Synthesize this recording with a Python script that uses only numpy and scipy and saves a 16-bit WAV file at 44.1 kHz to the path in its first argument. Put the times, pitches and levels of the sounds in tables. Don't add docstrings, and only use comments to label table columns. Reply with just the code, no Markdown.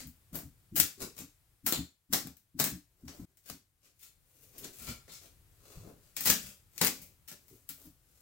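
import sys
import numpy as np
from scipy import signal
from scipy.fft import rfft, irfft, next_fast_len
from scipy.io import wavfile
from scipy.ndimage import uniform_filter1d

SR = 44100
rng = np.random.default_rng(int(sys.argv[2]) if len(sys.argv) > 2 else 0)


def dump_mix(stems):
    frames = np.atleast_2d(stems).T
    limited = np.clip(frames, -1, 1)
    pcm = np.round(limited * 32767).astype(np.int16)
    wavfile.write(sys.argv[1], SR, pcm)


N = 362061


def gain_of(db):
    return 10 ** (np.asarray(db) / 20)


def unit_rms(x):
    return x / np.sqrt(np.mean(x ** 2) + 1e-20)


def curve_at(points, hz):
    point_hz, value = np.transpose(points)
    return np.interp(np.log(hz + 1), np.log(point_hz + 1), value)


def add(mix, start_s, sound):
    start = round(start_s * SR)
    sound = sound[:, max(-start, 0):]
    part = mix[:, max(start, 0):][:, :sound.shape[1]]
    part += sound[:, :part.shape[1]]


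def leak(energy, decay_s):
    keep = np.exp(-1 / (decay_s * SR))
    return signal.lfilter([1 - keep], [1, -keep], energy + 1e-30)


def diffuse_field(size):
    # frequency_hz, correlation
    likeness = [(100, 0.81), (300, .88), (600, 0.47), (1200, 0.15), (2500, 0.0089), (15000, 0.6)]
    same = np.clip(curve_at(likeness, np.fft.rfftfreq(size, 1 / SR)), -1, 1)
    left, unrelated = rfft(rng.standard_normal((2, size)))
    return np.array([left, same * left + np.sqrt(1 - same ** 2) * unrelated])


def room(x, direct_db, left_db=-5, right_db=-10, treble_lift=0.71, build_s=0.0005, size=24576):
    # centre_hz, t60_s
    decays = [(300, .27), (900, .25), (5000, 0.29), (14000, 0.24)]
    x, hz = np.pad(x, (0, size - len(x))), np.fft.rfftfreq(size, 1 / SR)
    facing = x + treble_lift * np.diff(x, prepend=0)
    out = gain_of(direct_db) * np.array([gain_of(left_db) * facing, gain_of(right_db) * np.roll(x, 3)])
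    field, energy = diffuse_field(size), leak(x ** 2, build_s)
    centres, t60s = np.transpose(decays)
    for share, t60 in zip(np.eye(len(t60s)), t60s):
        band = irfft(field * curve_at(np.c_[centres, share], hz))
        out += band * np.sqrt(leak(energy, t60 / (2 * np.log(1000))))
    return out


def wood_tone(x, spectrum, bass_db, middle_db, top_db, size=4096):
    hz = np.fft.rfftfreq(size, 1 / SR)
    tilt = [(330, bass_db), (600, middle_db), (850, middle_db), (2200, 0), (6000, 0), (13000, top_db)]
    modes_db = sum(depth_db * unit_rms(uniform_filter1d(rng.standard_normal(len(hz)), bins))
                   for bins, depth_db in [(4, 1.9), (24, 1.7)])
    response = gain_of(curve_at(spectrum, hz) + curve_at(tilt, hz)) * unit_rms(gain_of(modes_db))
    cepstrum = irfft(np.log(response))
    cepstrum[1:size // 2] *= 2
    cepstrum[size // 2 + 1:] = 0
    impulse = irfft(np.exp(rfft(cepstrum)))
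    return signal.fftconvolve(x, impulse[None], axes=1)


def background(hiss_db=1, rumble_db=-72, rumble_swing=1.7, split_hz=400, waver_db=2):
    # frequency_hz, level_db
    spectrum = [(15, -44), (25, -7.5), (102, -3), (175, -14), (212, -23), (344, -20.5), (384, -23),
                (545, -24), (887, -25), (2000, -25.5), (6380, -29), (7710, -26), (16000, -26)]
    # time_s, level_db
    swell = [(0, -70.5), (1.5, -73.5), (2, -80.5), (2.9, -76.5), (3.75, -80), (4.3, -73.5), (5, -69),
             (8.2, -73.5)]
    hz, t = np.fft.rfftfreq(N, 1 / SR), np.arange(N) / SR
    air = diffuse_field(N) * gain_of(curve_at(spectrum, hz))
    lowpass = 1 / (1 + (hz / split_hz) ** 4)
    level = np.interp(t, *np.transpose(swell))
    knots_s = np.arange(0, 9, .12)
    waver = waver_db * np.interp(t, knots_s, rng.standard_normal(len(knots_s)))
    rumble_gain = gain_of(rumble_db + rumble_swing * (level - level.mean()) + waver)
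    rumble = unit_rms(irfft(air * lowpass, N)) * rumble_gain
    hiss = unit_rms(irfft(air * (1 - lowpass), N)) * gain_of(level + hiss_db)
    return rumble + hiss


def wall_thuds(soft_hz=340, push_s=0.032, release_s=0.021, strain_db=-13.5, stereo_width=.14):
    # pitch_hz, bandwidth_hz, level_db
    modes = [(73, 15, -4.5), (121, 28, -2.5), (165.4, 20, -0.5), (228, 28, -2), (261, 25, 3.5),
             (295, 50, 0)]
    # start_s, push_db, held_s, rebound_db, pitch_factor
    heaves = [ (0, -62, 0.037, -55, 0.97), (.316, -52, 0.11, -55, 1.02), (.717, -52, 0.071, -49.5, 1.16),
              (0.974, -62, .039, -53, 1.45), (1.16, -73, .037, -56.5, 1.1), (1.63, -55, .14, -43, 1.05),
              (2.093, -56, 0.15, -53, 1.02), (2.545, -56, 0.17, -49, 1.105),
              (3.03, -54.5, .16, -50.5, 1.066), (3.45, -75, 0.045, -51, 1.06),
              (4.799, -55.5, 0.073, -42.5, 0.88), (5.757, -46.5, 0.099, -70, .62),
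              (6.27, -45, 0.16, -53.5, 0.76), (6.82, -57, 0.17, -57, 1.04),
              (7.31, -68.5, .198, -57.5, 1.55), (7.694, -58, .15, -53.5, 1.05)]
    out, t = np.zeros((2, N)), np.arange(SR // 2) / SR
    wall = sum(gain_of(db) * np.exp(-np.pi * width * t) * np.sin(2 * np.pi * hz * t) * (-1) ** k
               for k, (hz, width, db) in enumerate(modes))
    wall = signal.sosfilt(signal.butter(6, soft_hz, fs=SR, output="sos"), wall)
    for start_s, push_db, held_s, rebound_db, pitch_factor in heaves:
        panel = np.interp(t * pitch_factor, t, wall)
        push = start_s, push_db, push_s
        strain = start_s + push_s, push_db + strain_db, held_s
        rebound = start_s + held_s, rebound_db, push_s
        for at_s, db, length_s in push, strain, rebound:
            envelope = np.exp(-np.maximum(t - length_s, 0) / release_s)
            mid, side = rng.standard_normal((2, len(t))) * envelope
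            force = [mid + stereo_width * side, mid - stereo_width * side]
            boom = signal.fftconvolve(force, panel[None], axes=1)
            power = np.sum(boom[0] ** 2) / (SR * (length_s + release_s))
            add(out, at_s - .005, gain_of(db) * boom / np.sqrt(power))
    return out


def scrapes(gain_db=-3, slips_per_s=2000, uneven_db=6.5, direct_db=-2, bass_db=-0.5, middle_db=-1):
    # peak_s, level_db, half_length_s, body_db, top_db
    strokes = [ (.002, -38, 0.0031, -9, -9.5), (0.345, -47, 0.0074, 3.5, 0),
               (1.02, -34.5, 0.0095, -1.5, -5.5), (1.188, -43, 0.011, -5.5, -3), (3.152, -62, 0.061, 6, -1),
               (3.49, -39, .015, -8, -3.5), (3.858, -57.5, .025, -7.5, -8), (4.035, -45.5, .018, -20.5, 0),
               (4.436, -58, 0.073, -4.5, 2), (4.548, -48, 0.017, 1, -9), (4.64, -46, 0.028, 4.5, -3),
               (4.822, -43.5, 0.049, -8.5, 0), (4.882, -34, 0.022, -6.5, -8.5),
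               (5.141, -41.5, 0.024, -21, -7.5), (5.242, -47, 0.018, -2.5, -5),
               (5.727, -48, 0.054, -1.5, -5.5), (5.876, -55.5, 0.025, 15.5, -3),
               (6.051, -61, 0.044, -2, -3), (6.237, -33, 0.011, -15.5, -3), (6.442, -40.5, 0.04, -9.5, -4),
               (6.762, -52.5, 0.021, -5, -1), (6.986, -48.5, 0.043, -5, -1.5), (7.522, -59.5, 0.059, -3, 3),
               (7.826, -52.5, 0.032, -1, 3.5), (8.2, -62, 0.096, -1, -2)]
    # frequency_hz, level_db
    spectrum = [(30, 7.5), (90, 4), (200, 9.5), (380, 9.5), (600, 8), (900, -1.5), (1350, 0.5),
                (1800, -3.5), (2400, -2), (3300, -4), (4500, -1), (7500, 2), (9500, -1.5), (15000, 1.5)]
    out, t = np.zeros((2, N)), np.arange(-SR // 4, SR // 4) / SR
    for peak_s, db, half_length_s, body_db, top_db in strokes:
        sizes = gain_of(uneven_db * np.minimum(rng.exponential(1, len(t)), 4))
        signs = rng.choice([-1, 1], len(t))
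        slipping = rng.random(len(t)) < slips_per_s / SR
        stroke = unit_rms(sizes * signs * slipping) / np.cosh(t / half_length_s)
        tilt_db = body_db + bass_db, body_db + middle_db, top_db
        scrape = wood_tone(room(stroke, direct_db), spectrum, *tilt_db)
        add(out, peak_s + t[0], gain_of(db + gain_db) * scrape)
    return out


def wood_cracks(gain_db=26, main_share=0.5, lead_in=.9, tear_share=0.01, tear_s=0.0043, fibres=16):
    # time_s, level_db, splinter_spread_s, body_db, top_db, direct_db
    cracks = [ (.073, -64, .0007, -7, 13, 1), (.356, -45, 0.0033, 8, 7, 1),
              (.39, -52.5, 0.00045, 8, 4.5, 0.5), (0.763, -30.5, 0.0011, -3, 5, -3),
              (.778, -35, 0.002, 5, 10.5, -2), (.801, -24.5, 0.00096, -9.5, -2, 11),
              (1.666, -28, 0.0012, -1, 3.5, -4.5), (1.678, -37, 0.0015, 3.5, -5, -3.5),
              (1.7246, -31.5, 0.00071, 5, -1, 3.5), (2.129, -31, 0.0012, 1, 1, -5.5),
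              (2.135, -24.5, 0.0011, 1, -4, 1.5), (2.272, -54, 0.0031, 8, 1, 5.5),
              (2.37, -67.5, 0.0015, -6.5, 6.5, 1.5), (2.593, -36.5, 0.0015, -0.5, -2.5, -2.5),
              (2.6, -26, .0018, 5.5, -1, -0.5), (2.6419, -30, 0.00078, 1.5, 2, -2),
              (3.082, -45, 0.0016, 3, -12.5, -2.5), (3.372, -59, 0.00021, -3, 4, -3),
              (3.5, -42.5, 0.0014, 5.5, -4.5, 10), (4.582, -42, .002, -23, 5, -4),
              (4.646, -37.5, .0017, -16, -5.5, 1), (5.079, -49, 0.00073, 10.5, -7, -14),
              (6.167, -26.5, 0.0013, -7.5, -2.5, -2.5), (6.209, -31.5, 0.0018, 0.5, 4, 0),
              (6.257, -18.5, 0.0027, 0.5, 3, -8), (6.272, -15, 0.002, 0.5, -3, -13),
              (6.301, -14, 0.0036, -3.5, -2.5, 7), (6.78, -34, 0.00067, -12, -3, 1.5),
              (6.8142, -15, 0.0011, 4, -4, -0.5), (6.8487, -21, 0.00025, 2, 1.5, 5.5),
              (6.871, -25, 0.0038, 0, -2, 11), (7.017, -46.5, 0.00043, -23, 7, -17),
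              (7.285, -38.5, 0.0024, -6, 0.5, -3.5), (7.316, -42.5, 0.0072, 1.5, -3, 2.5),
              (7.483, -55.5, 0.00065, 1, 3, -2), (7.691, -36, 0.00086, -8.5, 5.5, -1.5)]
    # frequency_hz, level_db
    spectrum = [(30, -19), (70, -11), (160, 4.5), (270, 4.5), (520, -3.5), (750, -2), (1000, -4.5),
                (1800, 0.5), (3200, -2.5), (4200, -0.5), (7600, 2), (9400, -3), (12000, -1.5), (15000, 1.5)]
    out, centre = np.zeros((2, N)), SR // 20
    t = np.arange(-centre, centre) / SR
    for time_s, db, spread_s, body_db, top_db, direct_db in cracks:
        delays_s = rng.laplace(0, spread_s, fibres)
        delays_s[delays_s < 0] *= lead_in
        at = np.clip(centre + delays_s * SR, 0, len(t) - 1).astype(int)
        sizes = rng.standard_normal(fibres)
        snaps = np.bincount(at, sizes * np.sqrt(1 - main_share) / np.linalg.norm(sizes), len(t))
        snaps[centre] += np.sqrt(main_share)
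        tear = rng.standard_normal(len(t)) * np.exp(-abs(t) / (2 * tear_s))
        snaps += np.sqrt(tear_share) * tear / np.linalg.norm(tear)
        crack = wood_tone(room(snaps, direct_db, size=18432), spectrum, body_db, .99 * body_db, top_db)
        add(out, time_s + t[0], gain_of(db + gain_db) * crack)
    return out


def bar_rings(gain_db=-1, direct_db=-2, low_below_hz=3000):
    # start_s, level_db, decay_s, low_modes_db
    rattles = [(1.725, -34, 0.018, -38), (4.02, -57.5, 0.043, -1), (4.63, -45, 0.019, -23),
               (4.794, -54.5, 0.11, 15.5), (4.875, -36, 0.015, 11), (5.091, -50.5, 0.061, -1),
               (6.871, -49, 0.011, -8), (7.285, -52, 0.011, 13), (7.692, -46, .008, 4)]
    # pitch_hz, bandwidth_hz, level_db
    modes = [(1375, 32, 7), (2324, 130, 1), (3600, 93, 4.5), (4100, 330, 2.5), (4300, 120, 3),
             (5860, 160, -11), (7200, 240, 5.5), (7640, 74, -6)]
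    out, t = np.zeros((2, N)), np.arange(SR // 3) / SR
    for start_s, db, decay_s, low_modes_db in rattles:
        steel = np.zeros(len(t))
        for hz, width, mode_db in modes:
            strength = gain_of(mode_db + low_modes_db * (hz < low_below_hz)) * width
            steel += strength * np.exp(-np.pi * width * t) * np.sin(2 * np.pi * hz * t)
        chatter = room(rng.standard_normal(len(t)) * np.exp(-t / decay_s), direct_db)
        ring = signal.fftconvolve(chatter, steel[None] / np.linalg.norm(steel), axes=1)
        add(out, start_s, gain_of(db + gain_db) * ring)
    return out


def scene():
    # time_s, gain_db
    fader = [(3.253, 5), (3.258, -36), (3.3, -3), (3.34, -2.5)]
    work = wood_cracks() + scrapes() + bar_rings() + wall_thuds()
    fader_db = np.interp(np.arange(N) / SR, *np.transpose(fader))
    return work * gain_of(fader_db) + background()


def record(dry, ceiling=.9, cutoff_hz=16000):
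    # frequency_hz, left_minus_right_db
    balance = [(100, 3), (600, 2.7), (2000, 3), (8000, 4), (13000, 4.5)]
    size = next_fast_len(N + SR // 4)
    lean_db = curve_at(balance, np.fft.rfftfreq(size, 1 / SR)) / 2
    leaning = irfft(rfft(dry, size) * gain_of([lean_db, -lean_db]), size)[:, :N]
    rounded = ceiling * np.tanh(leaning / ceiling)
    lowpass = signal.firwin(511, cutoff_hz, window=("kaiser", 9), fs=SR)
    return signal.oaconvolve(rounded, lowpass[None], "same")


dry = scene()
out = record(dry)
dump_mix(out)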